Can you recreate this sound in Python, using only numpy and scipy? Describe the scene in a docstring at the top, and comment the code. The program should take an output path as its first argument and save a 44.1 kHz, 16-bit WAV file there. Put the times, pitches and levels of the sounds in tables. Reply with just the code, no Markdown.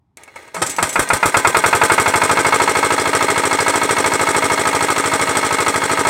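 """A single-cylinder tractor diesel is rope-started on open grass, runs up and idles at 13 firings a second.
First the rope rubs and the starting gear clinks. Then, in each cycle, combustion strikes the modes of
the iron block, the exhaust valve releases a thump and a hiss, the piston pushes out a second puff and
the valve gear ticks. A loose part chinks at idle. The knocks of the run-up overload the near microphone."""
import sys
import numpy as np
from scipy import signal
from scipy.fft import rfft, irfft
from scipy.io import wavfile
from scipy.ndimage import uniform_filter1d

SR = 44100
rng = np.random.default_rng(int(sys.argv[2]) if len(sys.argv) > 2 else 0)


def wav_record(signal):
    """Record a signal, one row per channel, as 16-bit PCM in the file named by sys.argv[1]."""
    frames = np.transpose(np.atleast_2d(signal))
    bounded = np.clip(frames, -1, 1)
    # unit amplitude maps onto the largest positive 16-bit level
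    quanta = np.round(bounded * 32767).astype(np.int16)
    wavfile.write(sys.argv[1], SR, quanta)


N = 268569
T = np.arange(N) / SR

# noise spectra of field air, gears, metal impacts, exhaust gas and the fast jet under load:
# (frequency [Hz], relative spectral density [dB])
AIR_SPECTRUM = [(30, -12), (85, 3), (370, -16), (500, -32), (900, -19), (1500, -38), (4000, -46),
                (16000, -60)]
GEAR_SPECTRUM = [(30, -56), (200, -6.5), (350, 2.5), (750, -3), (1300, -2.5), (2200, 7), (3000, -6),
                 (4300, -6.5), (7000, -14), (8300, -7), (9500, -17), (12000, -25), (16000, -27)]
SNAP_SPECTRUM = [(100, -7), (400, -2.5), (1200, -13.5), (2200, -1.5), (4000, -7.5), (6000, -1), (8300, 4),
                 (11000, -9), (16000, -19)]
GAS_SPECTRUM = [(40, -28), (90, -25), (210, -3), (400, 4.5), (750, -0.5), (1280, 6.5), (1900, 1.5),
                (3100, -6), (4300, -7.5), (5600, -6.5), (7000, -10), (8200, 1.5), (9500, -10.5),
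                (12000, -23), (16000, -28)]
JET_SPECTRUM = [(1000, -55), (5000, -2), (9000, 13), (16000, -2)]
# friction of rope on pulley: (time [s], relative level [dB])
ROPE_PULL = [(.165, -88), (.175, -43), (.25, -47.5), (.34, -48), (.37, -39.5), (.45, -41.5), (.535, -49.5),
             (.548, -27.5), (.6, -61), (.68, -38)]
# gear noise through one cycle: (place in cycle [0-1], relative level [dB])
GEAR_WORK = [(0, -3), (.025, 6), (.09, 2), (.17, -1), (.5, -1), (.76, -3.5), (.81, 2), (.86, -2), (.92, -6),
             (1, -6)]
# impacts of lever, rope and pulley: (time [s], level [dB], t60 [s], power share into the block [0-1])
CLINKS = [(0.1714, -28, 0.015, 0.13), (0.2348, -30, 0.019, 0.1), (0.277, -33, 0.044, 0.96),
          (0.359, -26.5, 0.067, 0.93), (.3937, -49, 0.025, 0.5), (.4266, -41, .04, 0.7),
          (0.478, -37, 0.049, 0.86), (0.545, -19.5, 0.072, 0.73), (.665, -18.5, 0.08, 0),
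          (0.6962, -20, 0.15, 0.02), (0.7644, -21.5, 0.038, 0), (.892, -19, 0.085, 0.1),
          (0.9283, -24.5, 0.17, 0.04), (1.089, -17, 0.024, 0)]
# modes of the steel starting pulley: (frequency [Hz], relative level [dB], t60 [s])
PULLEY_MODES = [(3130, -8, 0.15), (5030, -5, 0.13), (6100, 7, 0.12), (6800, 0, 0.13), (7800, 11, 0.23),
                (8960, 12, 0.15)]
# engine speed, running up until the governor holds it: (time [s], firing rate [Hz])
SPEED = [(0.565, 3.918), (0.785, 5.189), (1.559, 10.651), (1.958, 12.408), (2.204, 12.847), (2.487, 13.156),
         (4.078, 13.187), (5.315, 12.796), (6.05, 12.905)]
# engine load: rises over the first firings, stays high through the run-up, falls to zero at idle:
# (time [s], load [0-1])
LOAD = [(.56, 0.03), (.95, 0.79), (1.25, 0.77), (1.8, 0.64), (2.1, 0.57), (2.6, 0), (3.2, 0), (6.05, 0.0)]
# force of combustion, weak at first and hardest in the run-up: (time [s], relative level [dB])
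COMBUSTION = [(.565, -19.5), (.78, -9.9), (1.25, -5.5), (1.75, -5), (2.1, -6.5), (2.65, -7), (3.05, -10.5),
              (3.55, -9.5), (5.15, -12.5), (6.05, -10.5)]
# modes of block, fins and covers; outer parts take longer to start ringing:
# (frequency [Hz], relative level [dB], rise [s], t60 [s], gain at full load [dB])
BLOCK_MODES = [(457.1, -5, 0.0096, 0.13, 3), (569.3, -10, 0.0086, 0.14, 3),
               (650.8, -4, 0.00067, 0.25, -13.5), (702.6, -5.5, 0.0013, 0.097, 7.5),
               (862, -4, 0.00031, 0.19, 2.5), (929.5, 5.5, 0.00043, 0.046, 5),
               (961, 4.5, 0.0014, 0.067, -4), (1012, -14, 0.0016, 0.65, 2), (1085, 0, 0.00026, 0.14, -3),
               (1231, 4.5, 0.0028, 0.068, 0.5), (1284.5, 8, 0.0024, 0.098, -2.5),
               (1395, -1.5, 0.00068, 0.061, 15), (1532, -13, 0.00041, 0.54, 3),
               (1560, -12, 0.0012, 0.62, 2), (1658, 0.5, 0.00037, 0.072, 1.5),
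               (1746, -14, 0.00069, 0.051, 0), (2032, -6.5, 0.0015, 0.035, 20),
               (2115, 0, 0.0048, 0.078, -6), (2189, 6, 0.0029, 0.08, -3.5),
               (2430, -13.5, 0.0022, 0.061, 15), (2445, -20, 0.0021, 0.079, 24),
               (2644, -4.5, 0.00064, 0.063, 3), (2880, -19, 0.0014, 0.077, 9),
               (3605, -13, 0.0028, 0.058, 4), (4300, -9.5, .001, 0.066, -26)]
# pipe and muffler resonances: (place of peak in cycle [0-1], frequency [Hz], peak level [dB], rise [s],
# t60 [s], gain at full load [dB], gain per halving of speed [dB])
PIPE_MODES = [(.3, 101, -25, 0.0066, 0.045, 7, -1.5), (0.35, 18, -38, 0.014, 0.062, 38, 10),
              (.24, 373, -15, 0.0024, 0.021, 2, -1), (.27, 182, -37.5, 0.0059, 0.025, 7, 6.5),
              (0.47, 112.5, -36, 0.012, 0.063, 0, -11), (.53, 440, -13, 0.0027, 0.015, -1, -9.5),
              (.58, 279.4, -25.5, 0.01, 0.11, -6, -5), (0.29, 143.3, -33, 0.013, 0.13, 3.5, 1.5),
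              (.13, 176, -43, 0.017, 0.12, 7, 8.5)]
# exhaust flow noise through one cycle: (place in cycle [0-1], relative level [dB])
GAS_FLOW = [(0, -13.5), (.2, -17), (.225, -25), (.25, 7), (.29, 3.5), (.36, -2), (.52, 1.5), (.6, -2),
            (.7, -16.5), (1, -9)]
# taps on a loose metal part: (time [s], level [dB])
CHINKS = [(2.466, -26), (2.996, -25), (3.529, -28), (3.604, -22)]
# modes of that part: (frequency [Hz], relative level [dB], t60 [s])
LOOSE_PART_MODES = [(4800, -1, .06), (5020, 0, .07), (7650, -5, .07), (8200, -3, .08)]


def amp(db):
    """Decibels to amplitude ratio."""
    return 10 ** (np.asarray(db) / 20)


def unit(x):
    """Normalisation to rms 1."""
    return x / np.sqrt(np.mean(x ** 2) + 1e-20)


def follow(rows, at):
    """Linear interpolation in a two-column table."""
    return np.interp(at, *np.transpose(rows))


def add(mix, s, sound):
    """Superposition: a sound joins the mix at time s."""
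    part = mix[max(round(s * SR), 0):][:len(sound)]
    part += sound[:len(part)]


def noise(spectrum):
    """Spectral shaping of white noise, at rms 1."""
    hz, db = np.transpose(spectrum)
    gain = amp(np.interp(np.log(np.fft.rfftfreq(N, 1 / SR) + 1), np.log(hz), db))
    return unit(irfft(rfft(rng.standard_normal(N)) * gain, N))


def free_ring(modes, t):
    """Free vibration is a sum of exponentially damped sines."""
    return sum(amp(db - 60 * t / t60) * np.sin(2 * np.pi * hz * t) for hz, db, t60 in modes)


def panels(x, t60, share, split_hz=2600):
    """High modal density: thin steel panels give a share of the treble a short, noise-like ring."""
    t = T[:SR // 8]
    ring = rng.standard_normal(len(t)) * amp(-60 * t / t60)
    high = signal.sosfiltfilt(signal.butter(2, split_hz, "high", fs=SR, output="sos"), x)
    rung = signal.fftconvolve(high, ring / np.linalg.norm(ring))[:N]
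    return x - high + np.sqrt(1 - share) * high + np.sqrt(share) * rung


def block_modes():
    """Normal modes of the block: one swelling and decaying sine per row."""
    hz, db, rise, t60, _ = np.transpose(BLOCK_MODES)[:, :, None]
    t = T[:SR // 4]
    return amp(db - 60 * t / t60) * np.sin(2 * np.pi * hz * t) * (1 - np.exp(-t / rise))


def through_block(x, modes, share, joint_t60=.09):
    """Structure-borne sound: a share of the power crosses damped joints and takes on the block's colour."""
    damping = amp(-60 * T[:modes.shape[1]] / joint_t60)
    rung = signal.fftconvolve(x, modes.sum(0) * damping)[:N]
    return np.sqrt(1 - share) * x + np.sqrt(share) * rung * np.std(x) / np.std(rung)


def crank():
    """Phase is the integral of rate: gives cycle start times and the cycle count at every sample."""
    t = np.arange(N + SR // 4) / SR  # runs on so that the last cycle is whole
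    first_firing = SPEED[0][0]
    cycles = np.cumsum(follow(SPEED, t) * (t >= first_firing)) / SR
    starts = np.append(first_firing, np.interp(np.arange(1, int(cycles[N - 1]) + 2), cycles, t))
    return starts, np.interp(T, starts, np.arange(len(starts)))


def cyclic_noise(spectrum, alike=.45):
    """Partial periodicity: some noise repeats, as the same parts meet at the same crank angles."""
    starts, cycles = crank()
    since_start = np.arange(N) - np.round(starts[cycles.astype(int)] * SR).astype(int)
    return np.sqrt(alike) * noise(spectrum)[since_start] + np.sqrt(1 - alike) * noise(spectrum)


def field_air(level_db=-61):
    """Ambient noise: the faint, steady, low sound of an open field."""
    return amp(level_db) * noise(AIR_SPECTRUM)


def rope_and_gears(modes, idle_db=-21, idle_hz=13, db_per_doubling=7.5, rope_db=4, grain_db=2.5):
    """Friction and impact: the rope rubs, then gears and tappets chatter, most at firing and inlet closure."""
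    starts, cycles = crank()
    grain = unit(uniform_filter1d(rng.standard_normal(N), size=60))
    running_db = idle_db + db_per_doubling * np.log2(follow(SPEED, T) / idle_hz)
    contact_db = np.where(T < ROPE_PULL[-1][0], rope_db + follow(ROPE_PULL, T), running_db)
    db = contact_db + follow(GEAR_WORK, cycles % 1) + grain_db * grain
    chatter = panels(cyclic_noise(GEAR_SPECTRUM) * amp(db), t60=0.02, share=0.91)
    dull = signal.sosfilt(signal.butter(1, 2200, fs=SR, output="sos"), chatter)
    treble = np.where(T < starts[0], 0.72, 1)  # duller while only the rope turns the crank
    return through_block(dull + treble * (chatter - dull), modes, share=.3)


def clinks(modes, pulley_db=-11):
    """Impact excitation: metal knocks ring panels, pulley and block as the rope is drawn and flies off."""
    direct, into_block, t = np.zeros(N), np.zeros(N), T[:SR // 4]
    for s, db, t60, share in CLINKS:
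        fade = amp(db - 60 * t / t60)
        add(direct, s, np.sqrt(1 - share) * fade)
        add(into_block, s, np.sqrt(share) * fade)
    pulley = free_ring(PULLEY_MODES, t)
    snaps = direct * noise(SNAP_SPECTRUM)
    spinning = T > .5  # the pulley rings once it is pulled round
    pulley_ring = amp(pulley_db) * signal.fftconvolve(snaps * spinning, pulley / np.linalg.norm(pulley))
    clatter = panels(snaps, t60=0.052, share=0.24)
    block_ring = through_block(into_block * noise(SNAP_SPECTRUM), modes, share=1.0)
    return clatter + pulley_ring[:N] + block_ring


def firings(scatter_s=.0003, scatter_db=.6):
    """Cycle-to-cycle variation of combustion: rows of (time [s], level [dB], period [s])."""
    starts = crank()[0]
    late, harder = rng.standard_normal((len(starts) - 1, 2)).T
    db = follow(COMBUSTION, starts[:-1]) + scatter_db * harder
    return np.transpose([starts[:-1] + scatter_s * late, db, np.diff(starts)])


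def knocks(modes, fired, gain_db=-8, scatter_db=1.2, slap_place=0.15, slap_db=-13):
    """Impulse response: combustion strikes the block; a moment later the piston slaps its liner."""
    out, load_db = np.zeros(N), np.array(BLOCK_MODES)[:, -1]
    for s, db, period in fired:
        mode_db = db + gain_db + load_db * follow(LOAD, s)
        blow, slap = amp(mode_db + scatter_db * rng.standard_normal((2, len(modes)))) @ modes
        add(out, s, blow)
        add(out, s + slap_place * period, amp(slap_db) * slap)
    return out


def cover_crack(fired, gain_db=-12, t60=0.031, db_per_knock_db=0.6):
    """Broadband excitation: the sharp pressure rise of each firing rattles the covers."""
    out, t = np.zeros(N), T[:SR // 10]
    ring = noise(GEAR_SPECTRUM)[:len(t)] * amp(gain_db - 60 * t / t60)
    for s, db, _ in fired:
        add(out, s, amp(db_per_knock_db * db) * ring)
    return out


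def exhaust_puffs(scatter_db=0.4):
    """Cavity resonance: blowdown and the piston's push each set the gas in pipe and muffler swinging."""
    out, starts = np.zeros(N), crank()[0]
    periods = np.diff(starts)
    t = T[:SR // 4] - T[SR // 16]  # time from the peak of a puff
    for s, period in zip(starts, periods):
        load, halvings = follow(LOAD, s), np.log2(period / periods.min())
        for place, hz, db, rise, t60, load_db, slow_db in PIPE_MODES:
            swell = np.exp(-(np.minimum(t, 0) / rise) ** 2)
            fade = amp(-60 * (np.hypot(np.maximum(t, 0), rise) - rise) / t60)
            gain = amp(db + load_db * load + slow_db * halvings + scatter_db * rng.standard_normal())
            add(out, s + place * period + t[0], gain * np.cos(2 * np.pi * hz * t) * swell * fade)
    return out


def exhaust_hiss(modes, idle_db=-17.5, load_db=3, scatter_db=.6, slow_db=-9, flutter_db=2, jet_db=-10):
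    """Flow noise: gas hisses out while the valve is open; at low speed it is spent early in the stroke."""
    starts, cycles = crank()
    place, number = cycles % 1, cycles.astype(int)
    periods = np.diff(starts)
    spent = np.log2(periods / periods.min())[number] * np.clip((place - .28) / 0.25, 0, 1)
    flutter = unit(uniform_filter1d(rng.standard_normal(N), size=120))
    stroke_db = idle_db + load_db * follow(LOAD, starts) + scatter_db * rng.standard_normal(len(starts))
    db = stroke_db[number] + follow(GAS_FLOW, place) + slow_db * spent + flutter_db * flutter
    jet = amp(jet_db) * follow(LOAD, T) * noise(JET_SPECTRUM)  # under load the faster jet is brighter
    gas = (cyclic_noise(GAS_SPECTRUM) + jet) * amp(db) * (T > starts[0])
    return through_block(panels(gas, t60=0.032, share=0.46), modes, share=0.16)


def chinks():
    """Free vibration: the shaking engine taps a loose metal part, which rings briefly."""
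    out, ring = np.zeros(N), free_ring(LOOSE_PART_MODES, T[:SR // 8])
    for s, db in CHINKS:
        add(out, s, amp(db) * ring)
    return out


def scene():
    """Superposition of the engine's sources and the field air, in one channel."""
    modes, fired = block_modes(), firings()
    combustion = knocks(modes, fired) + cover_crack(fired)
    exhaust = exhaust_puffs() + exhaust_hiss(modes)
    mechanism = rope_and_gears(modes) + clinks(modes) + chinks()
    return (combustion + exhaust + mechanism + field_air())[None]


def record(dry, ceiling=0.9, low_cut_hz=56, high_cut_hz=16250):
    """Band limiting and saturation: the microphone sheds deep bass, rounds peaks and loses the top treble."""
    low_cut = signal.butter(3, low_cut_hz, "high", fs=SR, output="sos")
    thin = signal.sosfiltfilt(low_cut, dry, padtype="even", padlen=SR // 8)
    saturated = thin / (1 + (thin / ceiling) ** 4) ** (1 / 4)
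    high_cut = signal.firwin(511, high_cut_hz, window=("kaiser", 9), fs=SR)
    return signal.oaconvolve(saturated, high_cut[None], "same")


dry = scene()
out = record(dry)
wav_record(out)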